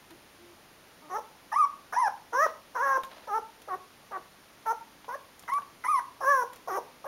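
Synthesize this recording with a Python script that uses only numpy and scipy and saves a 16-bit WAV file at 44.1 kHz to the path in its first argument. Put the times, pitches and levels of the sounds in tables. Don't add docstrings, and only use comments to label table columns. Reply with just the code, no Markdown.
import sys
import numpy as np
from scipy import signal
from scipy.fft import rfft, irfft, next_fast_len
from scipy.io import wavfile
from scipy.ndimage import uniform_filter1d, map_coordinates

SR = 44100
rng = np.random.default_rng(int(sys.argv[2]) if len(sys.argv) > 2 else 0)


def generate_wav(signal):
    frames = np.transpose(np.atleast_2d(signal))
    scaled = np.clip(frames, -1, 1) * 32767
    pcm = np.round(scaled).astype(np.int16)
    wavfile.write(sys.argv[1], SR, pcm)


N = 311787
T = np.arange(N) / SR

# frequency in Hz, relative density in dB per Hz.
HISS_SPECTRUM = [(12, -49), (20, -11), (276, -3.5), (345, -4.5), (419, -5.5), (524, -6), (775, -6),
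                 (1110, -7), (1470, -8.5), (1890, -9.5), (6470, -17), (7860, -20), (9560, -17.5),
                 (15800, -25)]
# frequency in Hz, t60 in seconds.
ROOM_T60 = [(300, 0.33), (1000, 0.4), (2000, 0.18), (6000, 0.39), (14000, 0.42)]
# frequency in Hz, relative level in dB.
BLANKET_SPECTRUM = [(200, -4), (600, 19), (1500, 14), (3000, 9), (4000, 10.5), (6000, -3), (15000, -13)]
# centre in seconds, length in seconds, level in dB.
SCUFFS = [(0.11, 0.018, -56), (2.483, 0.044, -50), (3.129, 0.047, -52), (3.185, 0.052, -54),
          (3.25, 0.061, -56), (5.973, 0.032, -55), (6.549, 0.053, -57)]
# start in seconds, level in dB, then the dull and the bright part
# relative to it in dB, before the common CLICK_PARTS_DB.
CLICKS = [(0.107, -34, -8, -14), (3.035, -15.5, -16, -24), (3.0471, -37, -30.5, -9),
          (3.6184, -29, -13.5, -15), (5.0442, -36.5, -3.5, -26), (5.394, -27, -42, -13),
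          (5.425, -38, -18, -9), (5.436, -39.5, -2, -22), (5.4977, -40, -22, -5),
          (5.536, -19.5, -17.5, -18.5), (5.6195, -37.5, -5, -18), (6.5331, -40.5, -5, -2),
          (6.559, -32, -29, -10)]
# frequency in Hz, relative level in dB.
DULL_CLICK = [(200, 4), (900, 13.5), (2400, 2), (3600, 7.5), (8000, -34)]
BRIGHT_CLICK = [(3000, -20), (7000, -8.5), (15000, -13.5), (18000, -32)]
# start in seconds, length in seconds, pitch in Hz, fundamental level in dB,
# level step per overtone in dB.
HUMS = [(.39, .15, 345, -56, -16), (1.02, .075, 305, -57, -0.5), (.112, .03, 335, -48, -14)]
# frequency in Hz, gain in dB.
THROAT = [(330, -7.5), (450, -12), (600, -6.5), (750, -4.5), (900, 1), (1120, 0), (1280, 0), (1420, -7),
          (1700, -5), (1900, -10), (2300, -22), (3000, -37), (4500, -47.5), (6000, -77)]
# frequency in Hz, relative level in a whine in dB, in a whistle in dB.
NOSE = [(3040,-11,-42),(4760,-17,-24),(5380,7,3),(5730,9,-3.5),(6630,2.5,-10),(7500,-14.5,-26.5),(9340,-1,-8.5),(10300,3.5,2.5),(10870,-5,-16),(11400,5.5,-19),(13200,-9,-19),(14000,-9,-22),(15500,-0.5,-27)]
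WHINE_NOSE, WHISTLE_NOSE = np.array(NOSE)[:, :2], np.array(NOSE)[:, ::2]
# time in seconds, depth of period doubling 0-1.
DOUBLING = [(2.845, 0), (2.865, .45), (2.92, .3), (2.96, 0)]
# start, voice break, crest and end in seconds; start (before the leap lowers it),
# crest and end pitch in Hz; pitch leap at the break 0-1; level, level at the end re break, overtones,
# nasal ring and top of the ring in dB; roughness 0-1; opening and closing creak in dB.
SQUEAKS = [ (1.524, 1.553, 1.592, 1.655, 875, 1286, 1095, 0.06, -20.5, 0, -7.5, -51.5, -3, 0, -38, -45),
           (1.932, 1.957, 2.006, 2.085, 805.5, 1070, 755, 0.13, -25, 0.5, -5, -48, -5.5, 0.19, -31.5, -35),
           (5.486, 5.513, 5.536, 5.586, 959, 1117, 1169, 0.03, -25, -6, -2, -56, 3, 0.02, -36, -37.5),
           (5.846, 5.877, 5.907, 5.996, 984, 1275, 950, .05, -23, -5, -1, -48.5, 4, 0, -35, -35), ]
# start, crest and end in seconds; start, crest and end pitch in Hz; sag on the way
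# to the crest 0-1; level, start re crest, end re crest, fundamental, nasal ring and top of the ring in dB;
# roughness 0-1; opening and closing creak in dB.
WHINES = [ (1.099, 1.173, 1.192, 359.3, 463, 391, 0.1, -33, -11, -36, 1, -52.5, -5, 0.21, -54, -35),
          (2.331, 2.444, 2.466, 459.6, 666, 565, .03, -23, -9, -4.5, 0.5, -43, -7.5, 0.06, -44, -29.5),
          (2.753, 2.833, 2.982, 538.5, 564.3, 524.4, 0.2, -29, -5.5, 2, -1.5, -52.5, -4.5, 0.18, -40.5, -39),
          (3.28, 3.368, 3.393, 446, 460.4, 439, 0.13, -28, -14.5, -4.5, -1, -54.5, -2, 0.08, -40.5, -44),
          (3.684, 3.75, 3.759, 425.6, 367.4, 387, 0.08, -32.5, -11, -4, -2.5, -62, 6, 0.2, -43, -51),
          (4.118, 4.172, 4.183, 425.7, 379.3, 347, 0.07, -36.5, -8.5, -7, -2, -77, 1, 0.38, -43.5, -49),
          (4.661, 4.723, 4.730, 457, 469, 468, 0.05, -28, -3, -14, -5, -50.5, 1.5, 0.1, -47, -40),
          (5.088, 5.154, 5.159, 476.5, 575, 586, .05, -35.5, -6.5, -3.5, -2, -58, 5, 0.29, -38.5, -55),
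          (6.213, 6.304, 6.438, 566.3, 587.6, 471.5, .105, -23.5, -16, -7.5, 1, -45, -1, 0.06, -35.5, -38.5),
          (6.682, 6.768, 6.788, 499.4, 399.7, 364, 0.2, -33.5, -5.5, -6, 7, -50, 0, 0.31, -34, -30.5),
          (7.05, 7.062, 7.090, 575, 550, 540, 0.04, -43.5, -16, 8, 15.5, -59, 14, 0.54, -39, -55), ]

HISS_DB = -55.8
CLICK_PARTS_DB = -5
TOP_HZ = 15800
PARTIALS = np.arange(1, 41)[:, None]
SAG_AT, FALL_CURVE = 0.44, 0.82
PITCH_LAG_S = 0.02
SETTLE, LOOSE_ROUGH = 0.16, 0.5
BREAK_S, BREAK_DB = 0.014, -16
PRESSED_DB, PRESSED_OVERTONES_DB, SQUEAK_SWELL_DB = -2.5, 2.5, -9
SWELL_CURVE = 1.69
NOSE_FOLLOWS = 0.69
CLOSING_S, CLOSING_DB = 0.0093, 13.5
MUFFLE_ABOVE_HZ, MUFFLE_DB_PER_OCTAVE = 540, -40
UPPER_DB, UPPER_ROUGH_DB = -14, 26
OPEN_CREAK_S, OPEN_CREAK_RATIO = 0.014, 1.366
CLOSE_CREAK_S, CLOSE_CREAK_RATIO, CLOSE_CREAK_MAX_HZ = 0.006, 1.677, 980
HOARSE_CREAK_S, CREAK_OVERHANG_S = 0.053, 0.004214


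def amp(db):
    return 10 ** (np.asarray(db) / 20)


def unit(x):
    return x / np.sqrt(np.mean(np.abs(x) ** 2) + 1e-20)


def along(points, hz):
    f, v = np.transpose(points)
    return np.interp(np.log(hz + 1), np.log(f + 1), v)


def octaves_above(hz, corner_hz):
    return np.maximum(np.log2(hz / corner_hz), 0)


def wobble(t, rate_hz):
    knots = (t - t[0]) * rate_hz
    return map_coordinates(rng.standard_normal(4096), [knots + 2], mode="wrap")


def gate(t, start, end, edge):
    return (1 + np.tanh((t - start) / edge)) * (1 + np.tanh((end - t) / edge)) / 4


def filtered(x, response):
    m = next_fast_len(N + SR // 2)
    return irfft(rfft(x, m) * response(np.fft.rfftfreq(m, 1 / SR)), m)[:N]


def noise(spectrum):
    return unit(filtered(rng.standard_normal(N), lambda hz: amp(along(spectrum, hz))))


def hiss():
    return amp(HISS_DB) * noise(HISS_SPECTRUM)


def room(x, early_db=-14, tail_db=-11.0, early_t60_s=0.33):
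    hz, t, z = signal.stft(rng.standard_normal((2, SR // 2)), SR, nperseg=256)
    early = signal.istft(z[0] * amp(-60 * t / early_t60_s), SR, nperseg=256)[1]
    tail = signal.istft(z[1] * amp(-60 * t / along(ROOM_T60, hz)[:, None]), SR, nperseg=256)[1]
    answer = amp(early_db) * early / np.linalg.norm(early)
    answer += amp(tail_db) * tail / np.linalg.norm(tail)
    return signal.fftconvolve(x, np.pad(answer, (SR // 200, 0)))[:N]


def scuffs(grain_db=3):
    strokes = np.zeros(N)
    for centre, length, db in SCUFFS:
        strokes += amp(db) * gate(T, centre - length / 2, centre + length / 2, edge=0.0013)
    return strokes * unit(noise(BLANKET_SPECTRUM) * amp(grain_db * wobble(T, 210)))


def clicks(t60_s=0.037):
    dull, bright = np.zeros(N), np.zeros(N)
    fade = amp(-60 * T[:SR // 10] / t60_s)
    for start, db, dull_db, bright_db in CLICKS:
        first = round(start * SR)
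        dull[first:][:len(fade)] += amp(db + dull_db + CLICK_PARTS_DB) * fade
        bright[first:][:len(fade)] += amp(db + bright_db + CLICK_PARTS_DB) * fade
    return dull * noise(DULL_CLICK) + bright * noise(BRIGHT_CLICK)


def hums():
    out = np.zeros(N)
    for start, length, hz, db, step_db in HUMS:
        span = np.abs(T - start - length / 2) < length
        t = T[span]
        phase = 2 * np.pi * np.cumsum(hz * (1 + 0.03 * wobble(t, 250))) / SR
        tone = sum(amp(db + step_db * k) * np.sin((k + 1) * phase) for k in range(4))
        out[span] += gate(t, start, start + length, edge=0.0012) * tone
    return out


def creak_times():
    cries = [(start, *rest) for start, _, *rest in WHINES]
    cries += [(start, *rest) for start, _, _, *rest in SQUEAKS]
    for start, end, hz, _, end_hz, *_, hoarse, open_db, close_db in cries:
        yield start, OPEN_CREAK_S, open_db, OPEN_CREAK_RATIO * hz
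        length = CLOSE_CREAK_S + HOARSE_CREAK_S * abs(hoarse)
        if end < T[-1]:
            close_hz = min(CLOSE_CREAK_RATIO * end_hz, CLOSE_CREAK_MAX_HZ)
            yield end + CREAK_OVERHANG_S - length / 2, length, close_db, close_hz


def creaks(rate_hz=430, upper_db=-6, upper_ratio=1.567, t60_s=0.029, nose_db=-19):
    out, ring_t = np.zeros(N), T[:SR // 40]
    nasal = noise(WHINE_NOSE)
    for centre, length, db, hz in creak_times():
        span = np.abs(T - centre) < length
        t = T[span]
        cycles = np.cumsum(rate_hz * amp(3 * wobble(t, 500))) / SR
        slaps = np.diff(np.floor(cycles), prepend=-1)
        lower = np.sin(2 * np.pi * hz * ring_t)
        upper = amp(upper_db) * np.sin(2 * np.pi * upper_ratio * hz * ring_t)
        mouth = amp(-60 * ring_t / t60_s) * (lower - upper)
        burst = unit(np.convolve(slaps, mouth)[:len(slaps)]) + amp(nose_db) * nasal[span]
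        out[span] += amp(db) * burst * gate(t, centre - length / 2, centre + length / 2, edge=0.00061)
    return out


def arch(t, start, crest, end, start_hz, crest_hz, end_hz, sag):
    rise = np.clip((t - start) / (crest - start), 0, 1)
    fall = np.clip((t - crest) / (end - crest), 0, 1) ** FALL_CURVE
    pitch = start_hz + (crest_hz - start_hz) * rise + (end_hz - crest_hz) * fall
    pitch *= 1 - sag * np.interp(rise, [0, SAG_AT, 1], [0, 1, 0])
    return uniform_filter1d(pitch, size=round(PITCH_LAG_S * SR))


def cry(t, start, end, pitch, level_db, ring_db, hoarse, nose_shape, top_db,
        waver_db=1.5, breath=0.42, patchy_db=3):
    loose = 1 - gate(t, start + SETTLE * (end - start), end - 0.006, 0.005)
    rough = hoarse + (LOOSE_ROUGH - hoarse) * loose
    jitter = 0.005 * wobble(t, 110) + 0.06 * rough * wobble(t, 600)
    phase = 2 * np.pi * np.cumsum(pitch * (1 + jitter)) / SR
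    hz = PARTIALS * pitch

    waver = waver_db * np.array([wobble(t, 55.6) for _ in PARTIALS])
    throat = amp(level_db + along(THROAT, hz) + waver)
    patches = patchy_db * np.array([wobble(t, 43.5) for _ in PARTIALS])
    nose = amp(along(nose_shape, hz) + top_db * (hz > 8000) + patches) * (hz < TOP_HZ)
    nose *= amp(ring_db) / np.linalg.norm(nose, axis=0)

    scatter = np.array([wobble(t, 480) + 1j * wobble(t, 480) for _ in PARTIALS]) / np.sqrt(2)

    def smear(share):
        return np.sqrt(1 - share ** 2) + share * scatter

    partials = throat * smear(rough) + nose * smear(np.clip(breath + rough, 0.45, 0.95))
    wave = np.sqrt(2) * np.sum(partials * np.exp(1j * PARTIALS * phase), axis=0).imag
    alternate = 1 + np.interp(t, *np.transpose(DOUBLING)) * np.cos(phase / 2)
    return wave * alternate * gate(t, start, end, edge=0.0025)


def squeaks():
    out = np.zeros(N)
    for (start, flip, crest, end, start_hz, crest_hz, end_hz, leap, db, fade_db,
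         overtone_db, ring_db, top_db, hoarse, _, _) in SQUEAKS:
        span = (T > start - 0.02) & (T < end + 0.02)
        t = T[span]
        flip_start, flip_end = flip - BREAK_S / 2, flip + BREAK_S / 2
        pressed = np.interp(t, [flip_start, flip_end], [1, 0])
        pitch = arch(t, start, crest, end, start_hz, crest_hz, end_hz, 0) * (1 - leap * pressed)
        fundamental = PRESSED_DB * pressed + BREAK_DB * gate(t, flip_start, flip_end, edge=0.0017)
        overtones = overtone_db + PRESSED_OVERTONES_DB * pressed
        level = db + np.interp(t, [start, flip, end], [SQUEAK_SWELL_DB, 0, fade_db])
        level = level + np.where(PARTIALS == 1, fundamental, overtones)
        out[span] += cry(t, start, end, pitch, level, ring_db, hoarse, WHISTLE_NOSE, top_db)
    return out


def whines():
    out = np.zeros(N)
    for (start, crest, end, start_hz, crest_hz, end_hz, sag, db, swell_db, fade_db,
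         fundamental_db, ring_db, top_db, hoarse, _, _) in WHINES:
        span = (T > start - 0.02) & (T < end + 0.02)
        t = T[span]
        pitch = arch(t, start, crest, end, start_hz, crest_hz, end_hz, sag)
        effort = swell_db * np.interp(t, [start, crest], [1, 0]) ** SWELL_CURVE
        effort += np.interp(t, [crest, end], [0, fade_db])
        closing = np.clip(1 - (end - t) / CLOSING_S, 0, 1)
        muffle = MUFFLE_DB_PER_OCTAVE * closing * octaves_above(PARTIALS * pitch, MUFFLE_ABOVE_HZ)
        colour = np.where(PARTIALS == 1, fundamental_db + CLOSING_DB * closing, muffle)
        colour += (UPPER_DB + UPPER_ROUGH_DB * hoarse) * (PARTIALS > 3)
        out[span] += cry(t, start, end, pitch, db + effort + colour,
                         ring_db + NOSE_FOLLOWS * effort, hoarse, WHINE_NOSE, top_db)
    return out


def scene(lowest_hz=310):
    voice = filtered(whines() + squeaks() + creaks(), lambda hz: 1 - 1 / (1 + (hz / lowest_hz) ** 8))
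    puppy = voice + hums() + clicks() + scuffs()
    return (puppy + room(puppy) + hiss())[None]


def record(dry, notch_hz=7900, notch_width_hz=750):
    def response(hz):
        notch = np.abs(hz - notch_hz) / np.hypot(hz - notch_hz, notch_width_hz)
        return notch * (hz < TOP_HZ)

    return filtered(dry[0], response)[None]


dry = scene()
out = record(dry)
generate_wav(out)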